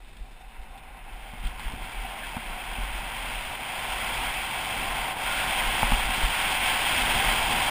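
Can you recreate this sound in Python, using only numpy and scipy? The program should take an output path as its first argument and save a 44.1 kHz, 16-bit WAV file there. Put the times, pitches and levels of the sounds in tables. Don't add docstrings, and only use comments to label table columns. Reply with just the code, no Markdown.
import sys
import numpy as np
from scipy import signal
from scipy.fft import rfft, irfft
from scipy.io import wavfile
from scipy.ndimage import uniform_filter1d

SR = 44100
rng = np.random.default_rng(int(sys.argv[2]) if len(sys.argv) > 2 else 0)


def output_pcm(signal):
    pcm = np.clip(np.atleast_2d(signal).T, -1, 1) * 32767
    wavfile.write(sys.argv[1], SR, np.round(pcm).astype(np.int16))


N = 339570
TIME = np.arange(N) / SR
HZ = np.maximum(np.arange(N // 2 + 1) * SR / N, 1)


def from_db(db):
    return 10 ** (np.asarray(db) / 20)


def rms_one(x):
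    return x / np.sqrt(np.mean(x ** 2) + 1e-20)


def in_time(rows):
    times, *columns = np.transpose(rows)
    return [np.interp(TIME, times, column) for column in columns]


def slope_db(points):
    hz, db = np.transpose(points)
    return np.interp(np.log(HZ), np.log(hz), db)


def coloured(x, db):
    return rms_one(irfft(rfft(x) * from_db(db), N))


def above_db(edge_hz, order):
    return -10 * np.log10(1 + (edge_hz / HZ) ** (2 * order))


def below_db(edge_hz, order):
    return -10 * np.log10(1 + (HZ / edge_hz) ** (2 * order))


def drift(rate_hz):
    return coloured(rng.standard_normal(N), below_db(rate_hz, order=2))


def bell(t, spread):
    return np.exp(-.5 * ((TIME - t) / spread) ** 2)


def swells(rows):
    return np.array([size * bell(t, spread) for t, size, spread in rows])


def with_swells(base_db, rows):
    peaks = swells([(t, from_db(db), spread) for t, db, spread in rows])
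    return np.sqrt(from_db(base_db) ** 2 + np.sum(peaks ** 2, axis=0))


def ring(drive, hz, t60):
    radius = from_db(-60 / (t60 * SR))
    turn = 2 * np.pi * hz / SR
    feedback = [1, -2 * radius * np.cos(turn), radius * radius]
    return signal.lfilter([0, np.sin(turn)], feedback, drive + 1e-18)


def strikes(times, db):
    clicks = np.zeros(N)
    clicks[np.round(times * SR).astype(int)] = from_db(db)
    return clicks


def crystals(per_s, size_db, smooth_db):
    unevenness = np.minimum(rng.exponential(1, N), 3)
    sizes = from_db(size_db * unevenness) * rng.choice([-1, 1], N)
    snaps = rng.random(N) < per_s / SR
    grains = sizes * snaps / np.sqrt(per_s)
    friction = from_db(smooth_db) * rng.standard_normal(N)
    return rms_one(rms_one(grains) + friction)


# f/Hz, relative level/dB
CASE_TONE = [(250, -13.5), (420, -18), (620, -9), (1000, -8), (3300, -8.5), (3750, -18.5), (5400, -26.5),
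             (5900, -29)]
# f/Hz, width at half the dB/Hz, level/dB
CASE_RESONANCES = [(240, 24, -2.5), (768, 126, 4.5), (922, 116, 5), (1058, 46, 4), (1228, 230, -6),
                   (1480, 190, -0.5), (1790, 200, -2.5), (2240, 410, 3), (2620, 110, 4), (3212, 73, 4),
                   (3594, 100, 3.5), (3860, 150, -2.5), (4000, 170, 3), (4420, 270, -3.5), (4800, 240, 4)]


def case_db():
    response = slope_db(CASE_TONE)
    for hz, width, db in CASE_RESONANCES:
        response = response + db * .5 ** ((2 * (HZ - hz) / width) ** 2)
    return response


# f/Hz, relative level/dB
HISS_TONE = [(100, 2.5), (700, 4), (1200, -0.5), (2200, 1), (2620, 5), (2820, -4), (3000, 2), (3170, -4),
             (3650, 4), (3860, -8), (4040, -2.5), (4550, -12), (4880, -8), (5800, -16)]


def soft_hiss():
    level = from_db(-56.5 + 1.0 * drift(25))
    return level * coloured(crystals(2500, size_db=-0.5, smooth_db=2.0), slope_db(HISS_TONE))


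BREEZE_DB, BREEZE_FOLLOWS = -39, 0.15
# f/Hz, relative level/dB
BUFFET_TONE = [(10, -1.5), (22, -5), (33, 1), (42, 4), (52, -8.5), (70, -22), (120, -42), (300, -68)]
# t/s, peak level/dB, spread/s
WIND_GUSTS = [(0.605, -33.5, 0.024), (0.694, -39, .022), (1.156, -36, .04), (1.45, -30.5, 0.055),
              (1.757, -36.5, 0.087), (2.003, -31.5, 0.037), (2.5, -35, 0.033), (2.858, -32, 0.12),
              (3.346, -38.5, .09), (4.25, -40, 0.097), (4.917, -36, 0.06), (5.687, -29.5, .06),
              (6.013, -28, 0.094), (7.264, -31.5, 0.19)]
# t/s, loss of level/dB, spread/s
WIND_LULLS = [(.79, 8, 0.03), (3.65, 15, 0.064), (4.53, 8, .07), (5.14, 10.5, 0.044)]


def wind(speed_db):
    breeze_db = BREEZE_DB + BREEZE_FOLLOWS * speed_db - swells(WIND_LULLS).sum(axis=0)
    strength = with_swells(breeze_db, WIND_GUSTS)
    eddies = coloured(rng.standard_normal(N), slope_db(BUFFET_TONE))
    lumps = np.sqrt(uniform_filter1d(eddies ** 2, size=7000) + 0.017)
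    return strength * eddies / lumps


# t/s, drive level/dB (the strongest also sets the peak of the layer)
ARM_JOLTS = [(.206, -27.5), (1.391, -27), (1.446, -21), (1.652, -20), (2.801, -30), (5.833, -21.5),
             (5.918, -11), (6.229, -14.5)]


def jolts(sway_hz=39, t60=0.11):
    times, db = np.transpose(ARM_JOLTS)
    sway = ring(ring(strikes(times, db), sway_hz, t60), sway_hz, t60 / 2)
    return -from_db(db.max()) * sway / np.abs(sway).max()


# t/s, dull thud drive level/dB, hard clack drive level/dB
MOUNT_KNOCKS = [(1.336, -37, -32), (1.438, -40, -40), (1.596, -43, -31), (1.737, -32, -44),
                (2.048, -42, -42), (2.3677, -26, -24.5), (2.786, -32, -34), (5.475, -34, -35.5),
                (5.8309, -22, -8), (5.9202, -19.5, -11.5), (6.092, -32, -40), (6.179, -30, -35.5)]
# f/Hz, relative level/dB, time to fall 60 dB/s
MOUNT_MODES = [(98, 0, 0.043), (187, -4.5, 0.051), (232.6, -5, 0.12), (468, -36, 0.0051), (820, -13, 0.053),
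               (888, -4, 0.027), (1110, -16, 0.015)]


def knocks(split_hz=400):
    times, thud_db, clack_db = np.transpose(MOUNT_KNOCKS)
    thud, clack = strikes(times, thud_db), strikes(times, clack_db)
    ringing = np.zeros(N)
    for hz, db, t60 in MOUNT_MODES:
        blow = thud if hz < split_hz else clack
        ringing += from_db(db) * ring(blow, hz, t60)
    return -ringing


# t/s, level before the shower gain/dB, decay/s
ICE_CRUMBS = [(.047, -60, .006), (.082, -59, 0.011), (.167, -54, .006), (0.775, -55, .014),
              (1.453, -47, .006), (1.468, -47, 0.01), (1.596, -48, 0.009), (1.722, -42, .003),
              (1.836, -48.5, 0.019)]


def crunches():
    shower = np.zeros(N)
    for t, db, decay in ICE_CRUMBS:
        shower += from_db(db) * (TIME >= t) * np.exp(-np.abs(TIME - t) / decay)
    tone = 0.53 * case_db() + above_db(3700, order=1) + below_db(4600, order=8)
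    return 1.84 * shower * coloured(crystals(4500, size_db=6.0, smooth_db=-11), tone)


# t/s, f/Hz, level/dB, spread/s
EDGE_RASPS = [(2.24, 1690, -41, .012), (5.336, 1480, -36.5, 0.089)]


def rasps(width_hz=200):
    out = np.zeros(N)
    for t, hz, db, spread in EDGE_RASPS:
        peak_db = -20 * np.log10(1 + (2 * (HZ - hz) / width_hz) ** 2)
        rasp = coloured(rng.standard_normal(N), peak_db)
        out += from_db(db) * bell(t, spread) * rasp
    return out


NOTE_DB, NOTE_FOLLOWS = -38.5, 0.76
FLARE_SPREAD_S = 0.019
# t/s, peak level/dB
NOTE_FLARES = [(.27, -55), (.42, -51), (.75, -48), (1.15, -54), (1.27, -45.5), (2.05, -42), (2.14, -41)]


def hollow_note(speed_db, hard_db, hz=768, t60=0.032):
    flares = [(t, db, FLARE_SPREAD_S) for t, db in NOTE_FLARES]
    strength = with_swells(NOTE_DB + NOTE_FOLLOWS * speed_db + hard_db, flares)
    return strength * rms_one(ring(ring(rng.standard_normal(N), hz, t60), hz, t60 / 2))


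RUMBLE_DB, RUMBLE_FOLLOWS = -43, 0.58
RUMBLE_PER_HARDNESS = 0.46
# f/Hz, relative level/dB
RUMBLE_TONE = [(30, -1), (70, 0.5), (110, 0.5), (190, -3), (241, 0.5), (290, -9), (420, -9), (800, -35)]
# t/s, rumble level/dB, spread/s
RUT_PATCHES = [(.17, -56, .09), (1.45, -49, .06), (1.76, -48, 0.11), (4.8, -47, .14), (6.22, -41.5, .08),
               (7.15, -38, 0.18), (7.55, -39, .08)]


def body_rumble(speed_db, hard_db):
    steady_db = RUMBLE_DB + RUMBLE_FOLLOWS * speed_db + RUMBLE_PER_HARDNESS * hard_db
    shaking = with_swells(steady_db, RUT_PATCHES) * from_db(0.66 * drift(8.4))
    return shaking * coloured(rng.standard_normal(N), slope_db(RUMBLE_TONE))


TOP_SPEED_DB = -27.5
# t/s, speed as rush level before its trim/dB, relative hardness of the snow/dB
SKI_RUN = [(0, -61, -4), (.3, -62, -0.5), (.5, -56, -2), (.8, -54.5, 1.5), (1.3, -48, -1),
           (1.95, -41.5, -1), (2.55, -41, 1), (3.3, -36.5, -0.5), (3.75, -36, 0), (4.15, -32.5, 0.5),
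           (4.4, -33.5, -2), (5.0, -33, 2), (5.35, -30.5, -0.5), (5.8, -29.5, 1.5), (6.15, -29.5, -1),
           (6.75, -28, -0.5), (7.2, -27, 0), (7.7, -28, 2.5)]
# t/s, extra load level/dB, spread/s
EDGE_BITES = [(1.462, 3.5, 0.022), (1.65, 4, 0.037), (1.87, 0.5, .025), (2.27, 2.8, 0.025),
              (2.76, 1.1, 0.068), (6.68, 2, .03)]
# t/s, load level lost/dB, fading time on each side/s
TURN_RELEASES = [(1.54, 2.5, .02), (1.775, 2.5, 0.023), (3.58, 3, .07), (4.49, 2, 0.037), (5.153, 9, 0.045),
                 (6.08, 2.5, 0.026), (6.59, 2.5, .025), (7.45, 1.5, 0.079)]


def motion():
    speed_db, hard_db = in_time(SKI_RUN)
    load_db = swells(EDGE_BITES).sum(axis=0)
    for t, db, fading in TURN_RELEASES:
        load_db = load_db - db * np.exp(-np.abs(TIME - t) / fading)
    return speed_db - TOP_SPEED_DB, hard_db, load_db


GRIND_DB, GRIND_FOLLOWS, GRIND_PER_LOAD = -32.5, 0.84, .5
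SPRAY_DB, SPRAY_FOLLOWS, SPRAY_PER_LOAD = -31.5, 1.17, 1.06
SPRAY_START_DB, SPRAY_KNEE_DB = -23.5, 0.3


def skis(speed_db, hard_db, load_db, low_hz=1220, high_hz=3000):
    rush_db = TOP_SPEED_DB + speed_db + load_db
    spray_db = SPRAY_DB + SPRAY_FOLLOWS * speed_db + SPRAY_PER_LOAD * load_db
    grind_db = GRIND_DB + GRIND_FOLLOWS * speed_db + GRIND_PER_LOAD * load_db + hard_db
    thrown = 1 / (1 + np.exp((SPRAY_START_DB - speed_db) / SPRAY_KNEE_DB))
    case = case_db()
    per_s = 9000 * from_db(.5 * (rush_db - rush_db.max()))
    base_snow = crystals(per_s, size_db=3.0, smooth_db=1.0)
    edge_snow = crystals(per_s, size_db=4.0, smooth_db=0.5)

    grind_tone = case + below_db(low_hz, order=8) + above_db(235, order=2)
    grind = from_db(grind_db + 0.6 * drift(26)) * coloured(base_snow, grind_tone)
    rush_tone = case + above_db(low_hz, order=8) + below_db(high_hz, order=14)
    rush = from_db(rush_db - 0.43) * coloured(base_snow, rush_tone)
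    spray_tone = case + above_db(high_hz, order=14)
    spray = thrown * from_db(spray_db + 0.06 * drift(60)) * coloured(edge_snow, spray_tone)

    judder = from_db(0.54 * drift(35))
    return (grind + rush + spray) * judder


def scene():
    speed_db, hard_db, load_db = motion()
    background = soft_hiss() + wind(speed_db)
    handling = jolts() + knocks()
    details = crunches() + rasps() + hollow_note(speed_db, hard_db)
    run = body_rumble(speed_db, hard_db) + skis(speed_db, hard_db, load_db)
    return (background + handling + details + run)[None]


HOLD_HZ, CUTOFF_HZ = 12000, 15350


def sample_and_hold(x, guard_hz=5800):
    sound = rfft(x) * from_db(below_db(guard_hz, order=40))
    steps = irfft(sound * 1j * HZ, N) * 2 * np.cos(2 * np.pi * HOLD_HZ * TIME)
    mirror = rfft(steps) / (1j * HZ) * (HZ > HOLD_HZ / 2)
    return irfft(sound + mirror, N)


def record(dry):
    no_steady = signal.butter(1, 12, "high", fs=SR, output="sos")
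    pressure = signal.sosfilt(no_steady, dry[0])
    soft_ends = np.minimum(1, np.minimum(TIME, TIME[::-1]) / .003)
    held = sample_and_hold(pressure * soft_ends)
    steep_cut = signal.ellip(12, .1, 90, CUTOFF_HZ, fs=SR, output="sos")
    return signal.sosfilt(steep_cut, held)[None]


dry = scene()
out = record(dry)
output_pcm(out)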